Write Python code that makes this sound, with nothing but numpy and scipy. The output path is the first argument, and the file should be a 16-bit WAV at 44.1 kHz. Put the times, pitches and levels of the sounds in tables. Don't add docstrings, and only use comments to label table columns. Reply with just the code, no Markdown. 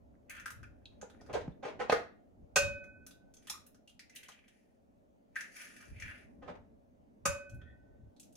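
import sys
import numpy as np
from scipy import signal
from scipy.io import wavfile
from scipy.ndimage import uniform_filter1d

SR = 44100
rng = np.random.default_rng(int(sys.argv[2]) if len(sys.argv) > 2 else 0)


def to_linear_factor(level_db):
    exponent = np.asarray(level_db, float) / 20
    return 10 ** exponent


def master_out(mix):
    frames = np.transpose(np.atleast_2d(mix))
    ceiling = np.clip(frames, -1, 1)
    pcm = np.round(ceiling * 32767).astype(np.int16)
    wavfile.write(sys.argv[1], SR, pcm)


N = 368676
HZ = np.fft.rfftfreq(4096, 1 / SR)


def evened(x):
    return x / np.sqrt(np.mean(x ** 2) + 1e-20)


def peaked(x, db):
    return to_linear_factor(db) * x / np.sqrt(uniform_filter1d(x ** 2, 200).max())


def read(points, hz):
    f, value = np.transpose(points)
    return np.interp(np.log(hz + 1), np.log(f + 1), value)


def peaks(table):
    return sum(db / (1 + (2 * (HZ - hz) / width) ** 2) for hz, width, db in table)


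def colour(x, db):
    log_gain = np.log(to_linear_factor(np.maximum(db, -100)))
    full = np.r_[log_gain, log_gain[-2:0:-1]]
    taps = np.fft.ifft(np.exp(full - 1j * signal.hilbert(full).imag)).real
    return signal.oaconvolve(x, taps[:2048])[:len(x)]


def resonate(x, hz, width_hz):
    r = np.exp(-np.pi * width_hz / SR)
    if np.isscalar(hz):
        pole = r * np.exp(2j * np.pi * hz / SR)
        return 2 * signal.lfilter([1 - r], [1, -pole], x).real
    turn = np.exp(2j * np.pi * np.cumsum(hz) / SR)
    return 2 * (turn * signal.lfilter([1 - r], [1, -r], x / turn)).real


def crumble(length_s, per_s, spread_db, first, rise_s=0.0005, size=6000):
    chance = rng.random(size)
    big = rng.exponential(1, size)
    sign = rng.standard_normal(size)
    shower = (chance < per_s / SR) * sign * to_linear_factor(spread_db * np.minimum(big, 3))
    t = np.arange(size) / SR
    shower *= (1 - np.exp(-(t / rise_s) ** 2)) * np.exp(-t / length_s)
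    shower[0] = first
    return shower


def swell(s, db, rise_s, fall_s, size=16):
    t = np.arange(0, N, size) / SR - s
    below = np.maximum(-t / max(rise_s, 1e-3), t / max(fall_s, 1e-3))
    return np.repeat(to_linear_factor(db - 20 * below), size)[:N]


def add(mix, s, sound, pan_db=0, send_db=0):
    part = mix[:, round(s * SR):][:, :len(sound)]
    gains_db = np.array([[.5 * pan_db], [-.5 * pan_db], [send_db]])
    part += to_linear_factor(gains_db) * sound[:part.shape[1]]


# (f/Hz, density/dB)
FLOOR_SPECTRUM = [(15, -46), (25, -16), (55, -4), (172, -17), (238, 1), (287, -10), (398, -15.5),
                  (455, -7.5), (494, -27.5), (536, -7), (947, -26.5), (1060, -30), (4210, -50),
                  (6500, -53.5), (16400, -57)]
# (t/s, level/dB)
STIR = [(0.0, -66.5), (1.07, -65.5), (1.23, -60.5), (1.68, -62), (1.86, -58), (2.091, -67.5),
        (2.439, -66.5), (2.72, -61.5), (3.21, -67), (4.56, -73), (6.38, -63.5), (6.89, -68.5), (7.362, -66),
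        (8.36, -67)]
# (f/Hz, correlation)
SAME = [(60, -0.67), (180, 0.76), (550, -0.32), (1650, -0.59), (4970, 0.37), (15000, 0.51)]


def murmur():
    level_db = -62
    frames, hz = N // 256 + 5, np.fft.rfftfreq(1024, 1 / SR)
    a, b, c, d, patches = rng.standard_normal((frames, 513, 5)).T
    patches = evened(uniform_filter1d(uniform_filter1d(patches, 6, 0), 12, 1))
    s, db = np.transpose(STIR)
    stir_db = np.interp(np.arange(frames) * 256 / SR, s, db - db.mean())
    same = np.clip(read(SAME, hz), -1, 1)[:, None]
    left = a + 1j * b
    right = same * left + np.sqrt(1 - same ** 2) * (c + 1j * d)
    z = np.array([left, right]) * to_linear_factor(read(FLOOR_SPECTRUM, hz)[:, None] + 1.6 * patches)
    z /= np.sqrt(np.mean(abs(z) ** 2))
    low = 1 / (1 + (hz[:, None] / 1300) ** 2)
    steady = signal.istft(z, nperseg=1024, noverlap=768)[1].std()
    stirred = signal.istft(z * to_linear_factor(low * stir_db), nperseg=1024, noverlap=768)[1]
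    return to_linear_factor(level_db) / steady * stirred[:, :N]


# (peak t/s, level/dB, rise/s, fall/s)
JOLTS = [(.02, -63, 0.059, 0.63), (.63, -53, 0.23, 0.23), (.98, -62.5, .3, .2), (1.35, -53.5, 0.11, 0.12),
         (1.51, -47, 0.22, 0.018), (1.948, -55, 0.13, 0.15), (2.44, -54.5, 0.14, 0.035),
         (2.649, -38, 0.09, 0.13), (2.9, -64.5, 0.12, .7), (3.61, -68.5, .3, 0.077),
         (4.891, -77, 0.16, 0.45), (5.92, -51.5, 0.047, 0.27), (6.09, -52.5, 0.19, 0.034),
         (6.45, -61, 0.36, 0.84), (7.289, -38, 0.04, .08), (7.54, -45, 0.051, 0.22),
         (8.08, -53, 0.25, 0.032)]


def shudder():
    counter_hz, rest_db = 85, -88
    level = to_linear_factor(rest_db) + sum(swell(*jolt) for jolt in JOLTS)
    a, b = (evened(resonate(resonate(z, counter_hz, 80), 0.69 * counter_hz, 51))
            for z in rng.standard_normal((2, N)))
    return level * to_linear_factor(-1.5) * np.array([a + .65 * b, a - .65 * b])


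# (t/s, peak level/dB, f/Hz, width/Hz)
SHORT_RINGS = [(.856, -52, 3780, 200), (.856, -60, 2750, 300), (2.84, -69, 2130, 120),
               (3.066, -61.5, 5720, 204.3), (3.5, -54, 880, 300), (3.513, -55, 1000, 200),
               (3.538, -54, 1200, 160), (3.553, -53, 1150, 160), (3.578, -60, 1200, 160),
               (3.4985, -47, 3600, 500), (3.48, -58, 3100, 300), (3.484, -60, 1800, 400), (4.1, -66, 2050, 60),
               (4.165, -57, 3100, 200), (4.26, -63, 3000, 200), (4.39, -65, 2500, 600), (1.147, -66, 1500, 300),
               (1.2, -68, 1850, 90), (1.215, -58, 600, 200), (1.52, -80, 3600, 90), (.139, -82, 1320, 300),
               (.152, -80, 1700, 400), (1.897, -22, 520, 260), (1.924, -25, 465, 50), (1.926, -38, 2130, 120),
               (1.898, -40, 2450, 200), (2.565, -38, 432, 50), (2.566, -38, 760, 120), (1.35, -36, 430, 90),
               (5.361, -37, 1720, 130), (.4605, -42, 1430, 200), (.64, -60, 2350, 150), (.305, -50, 2160, 150),
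               (7.262, -44, 800, 200), (2.563, -34, 1512, 28), (2.563, -38, 1890, 100), (7.258, -42, 1512, 60),
               (7.256, -44, 1200, 250), (1.812, -44, 1950, 130), (1.812, -44, 1300, 130),
               (3.877, -61.5, 2825, 200), (4.288, -53, 1104, 896), (1.478, -38, 150, 120),
               (2.561, -32, 1171, 200), (7.257, -42, 177, 90)]


def short_rings(mix):
    for s, db, hz, width_hz in SHORT_RINGS:
        breaks = crumble(0.002, 4000, 5.5, 1.45)
        note = resonate(resonate(breaks, hz, width_hz), hz, 2 * width_hz)
        add(mix, s, peaked(note, db + 5.5), pan_db=-1.0, send_db=-11.0)


# (f/Hz, density/dB)
SHELL = [(500, -53.5), (1500, -29), (2500, -4), (3200, -4), (4800, -4.5), (8000, -6.5), (11000, -9),
         (16000, -27)]
# (f/Hz, width/Hz, level/dB)
HALVES = [(1430, 70, 6), (1700, 60, 5), (1880, 60, 5), (2070, 50, 7), (2350, 60, 7), (2630, 60, 6),
          (2950, 50, 5), (3300, 80, 4)]
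# (t/s, f/Hz)
GAPE = [(.3, 1900), (.35, 1560), (.41, 1750), (.46, 1450), (.52, 1390), (.63, 1440), (1.2, 1850),
        (4.1, 2000), (5.36, 1740), (5.6, 1850), (5.76, 1780), (5.83, 1550), (5.9, 1800), (5.97, 2200),
        (6.02, 1930), (6.08, 1800), (6.2, 1850)]
CUP_HZ = 1370, 1245, 1900
# (t/s, peak level/dB, shard ring f/Hz, hollow cup level/dB, fizz above 8 kHz level/dB)
PILE = [(0.2973, -46.5, 6300, -5, -3.5), (.308, -52, 2900, 4, -12), (.35, -56, 3160, 6, -12),
        (.3665, -55, 3160, 6, -12), (0.3984, -54, 6000, 4, -10), (.478, -53, 2900, 5, -12),
        (.4586, -44, 5400, 5.5, -6.5), (.505, -46.5, 5930, -1.5, -4), (.631, -62, 5400, 11.5, -11.5),
        (.8554, -59, 3700, -32, -27.5), (5.357, -52.5, 6150, 10, -10.5), (5.3648, -54, 4000, 17, -12),
        (5.4426, -58, 2900, 12, -15), (5.597, -62, 2630, 6, -10), (5.8257, -62, 3000, 8, -12),
        (5.4086, -44.5, 5900, 3, -12), (5.5616, -56.5, 6990, 5, 12), (5.6185, -55, 6130, -2, 7.5),
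        (5.7648, -55, 2790, 0, -9), (5.812, -60, 6000, 0, -10), (5.8544, -67, 6050, -8, -19.5),
        (6.0004, -52, 6030, 1, -11), (6.0234, -52.5, 5830, 13.5, -17), (6.0801, -62, 3300, 17, -11.5),
        (6.1114, -58.5, 2830, 13, -34.5)]
PICKING = [
    (1.0141, -49, 6800, -3.5, -21.5),
    (1.0994, -60, 3650, -2, -16.5),
    (1.2111, -60.5, 5200, -2, -19),
    (1.263, -64.5, 4960, 0.5, -16),
    (1.3299, -48, 2750, -13, -19.5),
    (1.92, -38, 2100, 8, -19),
    (2.84, -67, 5760, 2.5, -12),
    (7.4964, -59.5, 6670, -15, -12),
    (7.5443, -65.5, 6080, -14, 2.5),
    (7.6156, -63.5, 3360, 2.5, -34.5),
]
OPENING = [(3.0654, -47, 5860, -17, -3), (3.1093, -54.5, 3830, -13.5, -14.5),
           (3.3393, -56, 6360, -26, -8.5), (3.3682, -57, 6280, -22, -19.5), (3.4261, -66.5, 3270, -15, -11),
           (3.4715, -47, 3190, -10.5, -10), (3.4979, -32, 5700, -17.5, -8), (3.6651, -53.5, 6140, -21, 3.5),
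           (3.7459, -65, 5620, -4.5, -12), (3.8761, -56.5, 2880, -31, -16),
           (3.8944, -58.5, 3140, -21.5, -15), (8.1648, -66, 4160, -22.5, -18.5),
           (8.1983, -48.5, 7770, -41.5, -9), (8.2307, -57, 5960, -29, -8.5), (8.3255, -63, 7840, -31, -4.5),
           (8.3544, -55.5, 5770, -26.5, -9.5)]
NESTING = [
    (3.9935, -49, 4830, -2.5, -16.5),
    (4.0966, -59, 5720, -3, -15),
    (4.1512, -51, 3880, -9, 6.5),
    (4.1597, -42.5, 3060, -15, -8.5),
    (4.232, -52, 3070, -5, -11.5),
    (4.2848, -51, 5960, -7.5, -10),
    (4.3194, -53, 2990, -20, -24),
    (4.4809, -60, 2970, -5, -15),
]


def snaps(mix):
    for events, cup_hz, pan_db in zip((PILE, PICKING, OPENING, NESTING), (0, *CUP_HZ), (8.5, -3.0, -1.0, 1.0)):
        for s, db, hz, cup_db, fizz_db in events:
            ring_db = (4 - .5 * fizz_db) / (1 + ((HZ - hz) / (0.15 * hz)) ** 2)
            tilt_db = (fizz_db + 20) * np.clip(np.log2(HZ / 6000 + 1e-3) / 1.1, 0, 1)
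            shower = crumble(0.00098, 6000, 4.8, 5.7)
            shard = colour(shower, read(SHELL, HZ) + ring_db + tilt_db)
            note = cup_hz or np.interp(s, *np.transpose(GAPE))
            cup = resonate(resonate(shower, note, 600), note, 900)
            cup = colour(resonate(cup, 1.08 * note, 1700), peaks(HALVES))
            sound = peaked(shard, db) + peaked(cup, db + cup_db + 2.5)
            add(mix, s, to_linear_factor(-3.0) * sound, pan_db)


# (f/Hz, density/dB)
FIZZ = [(2000, -35.5), (3200, -16), (5000, 10), (8500, 3.5), (10200, 12), (16000, -17.5)]
# (peak t/s, level/dB, rise/s, fall/s, fizz level/dB)
STROKES = [(0.299, -40, 0.0076, 0.12, -40), (.47, -66.5, .01, 0.332, -31),
           (0.633, -57.5, 0.0065, 0.019, -31), (1.27, -69.5, 0.52, 0.042, -10),
           (2.573, -43, .01, 0.089, -8), (7.27, -49.5, 0.0099, 0.08, -5), (3.503, -58.5, 0.117, 0.093, -1),
           (4.17, -52.5, 0.068, 0.23, -16.5), (4.29, -62.5, 0.019, 0.18, -19), (4.55, -75, 0.095, 0.28, -3),
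           (5.365, -37, 0.013, 0.06, -13), (5.53, -61, 0.08, 0.5, 5), (5.61, -43, 0.12, .16, -9),
           (5.845, -57.5, 0.23, 0.041, -32), (5.97, -60, .09, .03, -35), (.39, -50, .06, .08, -25),
           (6.17, -53, .05, .06, -15), (6.02, -46, 0.05, 0.1, -20), (6.09, -43, 0.1, 0.08, -20)]


def rubs(mix):
    wander = evened(uniform_filter1d(rng.standard_normal(N), 2500))
    hz = np.interp(np.arange(N) / SR, *np.transpose(GAPE)) * (1 + 0.02 * wander)
    clumps_db = 4.0 * evened(uniform_filter1d(rng.standard_normal(N), 350))
    slips = (rng.random(N) < 2600 / SR) * rng.standard_normal(N)
    slips *= to_linear_factor(clumps_db + 2.8 * np.minimum(rng.exponential(1, N), 3))
    cup = resonate(resonate(resonate(slips, hz, 1070), hz, 920), 1.1 * hz, 1800)
    cup = cup + resonate(resonate(slips, 2300, 600), 2300, 900)
    cup = evened(colour(cup + .8 * resonate(slips, hz, 110), peaks(HALVES)))
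    fizz = evened(colour(slips, read(FIZZ, HZ)))
    strokes = sum(swell(s, db - 10.5, rise_s, fall_s) * (cup + to_linear_factor(fizz_db) * fizz)
                  for s, db, rise_s, fall_s, fizz_db in STROKES)
    add(mix, 0, strokes, 2.5)


# (multiple of box pitch, width/Hz, level/dB)
CARTON = [(0.999, 120, 6.5), (1.42, 120, 4), (2.48, 90, -11.5), (3.0, 90, -14), (4.08, 110, -23),
          (4.55, 100, -20), (5.2, 130, -28)]
# (f/Hz, density/dB)
CARTON_AIR = [(70, -40), (220, -17.5), (480, -3), (800, -15), (1100, -15.5), (2200, -19), (5000, -32.5),
              (9000, -42.5), (16000, -68)]
# (t/s, peak level/dB, box pitch f/Hz, brightness/dB, L-R/dB)
KNOCKS = [
    (1.026, -35, 433, -73, -7),
    (1.477, -50, 258, -40, -5),
    (4.292, -49, 783, 2, -3),
]
LID = [
    (1.8975, -15, 475, -18, -3),
    (1.9245, -13, 469, -25, -3),
]
SCUFFS = [(0.914, -59, 530, -20, 8), (1.289, -34.5, 437, -38, -3), (1.884, -42, 492.4, -13, -1),
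          (1.333, -24, 620, -15, 2), (1.35, -28, 487, -42, -19), (1.399, -38, 398.4, -17, -4.5),
          (1.628, -32, 507, -22.5, -5), (1.647, -27.5, 440, -24.5, 0), (1.794, -27, 520, -21, -7.5),
          (1.808, -32, 713, -19.5, 1.5), (1.954, -35, 504, -16.5, 2.5), (6.42, -41, 300, -30, 0),
          (6.458, -45, 400, -30, 0), (1.936, -28, 470, -25, -3), (1.908, -32, 470, -25, -3),
          (1.672, -34, 620, -22, 0), (6.477, -37, 650, -29.5, -12.5), (6.489, -35.5, 250, -35, 0.5),
          (6.549, -52.5, 614, -25, 26)]


def carton():
    mix = np.zeros((3, N))
    for events, length_s, rise_s in ((KNOCKS, .002, .006), (LID, .0007, .002), (SCUFFS, .012, .012)):
        for s, db, hz, bright_db, pan_db in events:
            push = crumble(length_s, 8000, 3.0, .02, rise_s)
            tilt_db = (bright_db + 18.0) * np.clip(np.log2(HZ / 800 + 1e-3) / 2.9, 0, 1)
            air = evened(colour(push, read(CARTON_AIR, HZ) + tilt_db))
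            box = sum(to_linear_factor(d) * resonate(resonate(push, k * hz, width_hz), k * hz, 4 * width_hz)
                      for k, width_hz, d in CARTON)
            add(mix, s - 0.37 * rise_s, peaked(air + 0.89 * evened(box), db - 5.0), pan_db)
    return mix


TAP_S = 2.558, 7.2535
# (peak level/dB, length/s, L-R/dB)
TAPS = [
    (-18.5, 0.006, -4),
    (-21, 0.004, -1),
]
# (f/Hz, density/dB)
CRACK = [(90, -36.5), (150, -19), (300, -18), (570, -11), (860, -16), (1170, -7.5), (1500, -9),
         (1950, -18.5), (2550, -12.5), (3350, -21), (4350, -22), (6390, -14.5), (9000, -18), (16000, -36)]


def cracks(mix):
    for s, (db, length_s, pan_db) in zip(TAP_S, TAPS):
        shower = crumble(length_s, 9000, 4.0, 0.64, rise_s=0.0017)
        add(mix, s, peaked(colour(shower, read(CRACK, HZ)), db - 6.5), pan_db)


BOWL_HZ = [561.5, 580.4, 1516.5, 1501.3, 2522.6, 2759.6, 3764.6, 3757, 4395, 4343, 3064, 5076, 6120, 6527,
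           7370]
# (t60/s, first egg level/dB, second egg level/dB)
BOWL_RING = [(.58, -28, -33.5), (.58, -31, -37.5), (1.18, -42, -47.5), (1.18, -44.5, -49.5),
             (.65, -28, -39.5),
             (0.25, -34, -50), (0.3, -39, -60), (0.3, -44, -65), (0.25, -35, -58), (0.3, -41, -55),
             (0.4, -50, -57), (0.28, -40, -52), (0.27, -43, -50), (.32, -44, -51), (0.25, -47, -55)]
BEAT_START = [(.75, 1.0, -1.2, -2.9), (.1, 3.05, 0, 0)]
# (L-R/dB, right port lead/rad)
BOWL_AIM = [(-4.5, .5), (9, 1.6), (-5.5, 1.0), (-3.5, 1.0), (-1.5, 1.1), (0, 1.4)]


def bowl():
    build_cycles = 5.0
    t = np.arange(SR + SR // 2) / SR
    mix, side = np.zeros((2, N)), np.c_[[.5, -.5]]
    for k, s in enumerate(TAP_S):
        start, phase = round(s * SR), np.zeros(len(BOWL_HZ))
        phase[[1, 3, 7, 9]] = BEAT_START[k]
        for m, (hz, (t60_s, *db)) in enumerate(zip(BOWL_HZ, BOWL_RING)):
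            pan_db, lead = BOWL_AIM[min(m, len(BOWL_AIM) - 1)]
            ring = to_linear_factor(side * pan_db) * np.sin(2 * np.pi * hz * t + phase[m] - side * lead)
            level = to_linear_factor(db[k] - 60 * t / t60_s) * (1 - np.exp(-(t * hz / build_cycles) ** 2))
            mix[:, start:start + len(t)] += (level * ring)[:, :N - start]
    return mix


# (t/s, level/dB)
SQUEAK = [
    (7.599, -89),
    (7.614, -75),
    (7.706, -69),
    (7.725, -86),
    (8.05, -95.5),
]
# (f/Hz, width/Hz, level/dB)
SQUEAK_RING = [(1847, 80, 3.5), (3370, 240, -13.5)]


def squeak(mix):
    s, db = np.transpose(SQUEAK)
    t = np.arange(s[0], s[-1], 1 / SR)
    slips = (rng.random(len(t)) < 600 / SR) * rng.standard_normal(len(t))
    ring = sum(to_linear_factor(d) * evened(resonate(resonate(slips, hz, width_hz), hz, 2 * width_hz))
               for hz, width_hz, d in SQUEAK_RING)
    add(mix, s[0], to_linear_factor(np.interp(t, s, db) - 5.5) * ring)


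# (f/Hz, t60/s)
ROOM = [(100, 0.59), (400, 0.27), (1500, 0.37), (4000, 0.32), (8000, 0.24), (14000, 0.24)]


def kitchen(x):
    taps = np.zeros((2, SR // 2))
    at = np.arange(60, SR // 2 - 12, 12) + rng.integers(0, 12, (2, (SR // 2 - 61) // 12))
    np.put_along_axis(taps, at, rng.choice([-1., 1.], at.shape), 1)
    hz, t, z = signal.stft(taps, SR, nperseg=128)
    early_db = 7.4 * np.exp(-t / 0.016)
    decay_db = -60 * t / read(ROOM, hz)[:, None]
    tail = signal.istft(z * to_linear_factor(decay_db + early_db), SR, nperseg=128)[1]
    low = signal.lfilter(*signal.butter(1, 600, fs=SR), tail[0] - tail[1])
    tail = tail - np.array([[.33], [-.33]]) * low
    return signal.fftconvolve(x[None], tail / np.linalg.norm(tail[0]), axes=1)[:, :N]


def scene():
    mix, box = np.zeros((3, N)), carton()
    for source in (short_rings, snaps, rubs, cracks, squeak):
        source(mix)
    near = to_linear_factor(-3.5) * mix[:2] + to_linear_factor(-6.5) * box[:2]
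    direct = np.array([near[0], np.roll(near[1], shift=2)])
    room = to_linear_factor(4.0) * kitchen(mix[2] + to_linear_factor(-5.5) * box[2])
    return direct + room + bowl() + shudder() + murmur()


def low_pass(x):
    return signal.sosfilt(signal.butter(12, 16000, fs=SR, output="sos"), x)


# (f/Hz, width/Hz, level/dB)
MICROPHONE = [(6340, 1200, 5), (12900, 280, -27.5), (15000, 2300, 3.0), (16310, 230, -38)]


def record(dry):
    mix = np.array([colour(x, peaks(MICROPHONE)) for x in dry])
    return low_pass(mix)


dry = scene()
out = record(dry)
master_out(out)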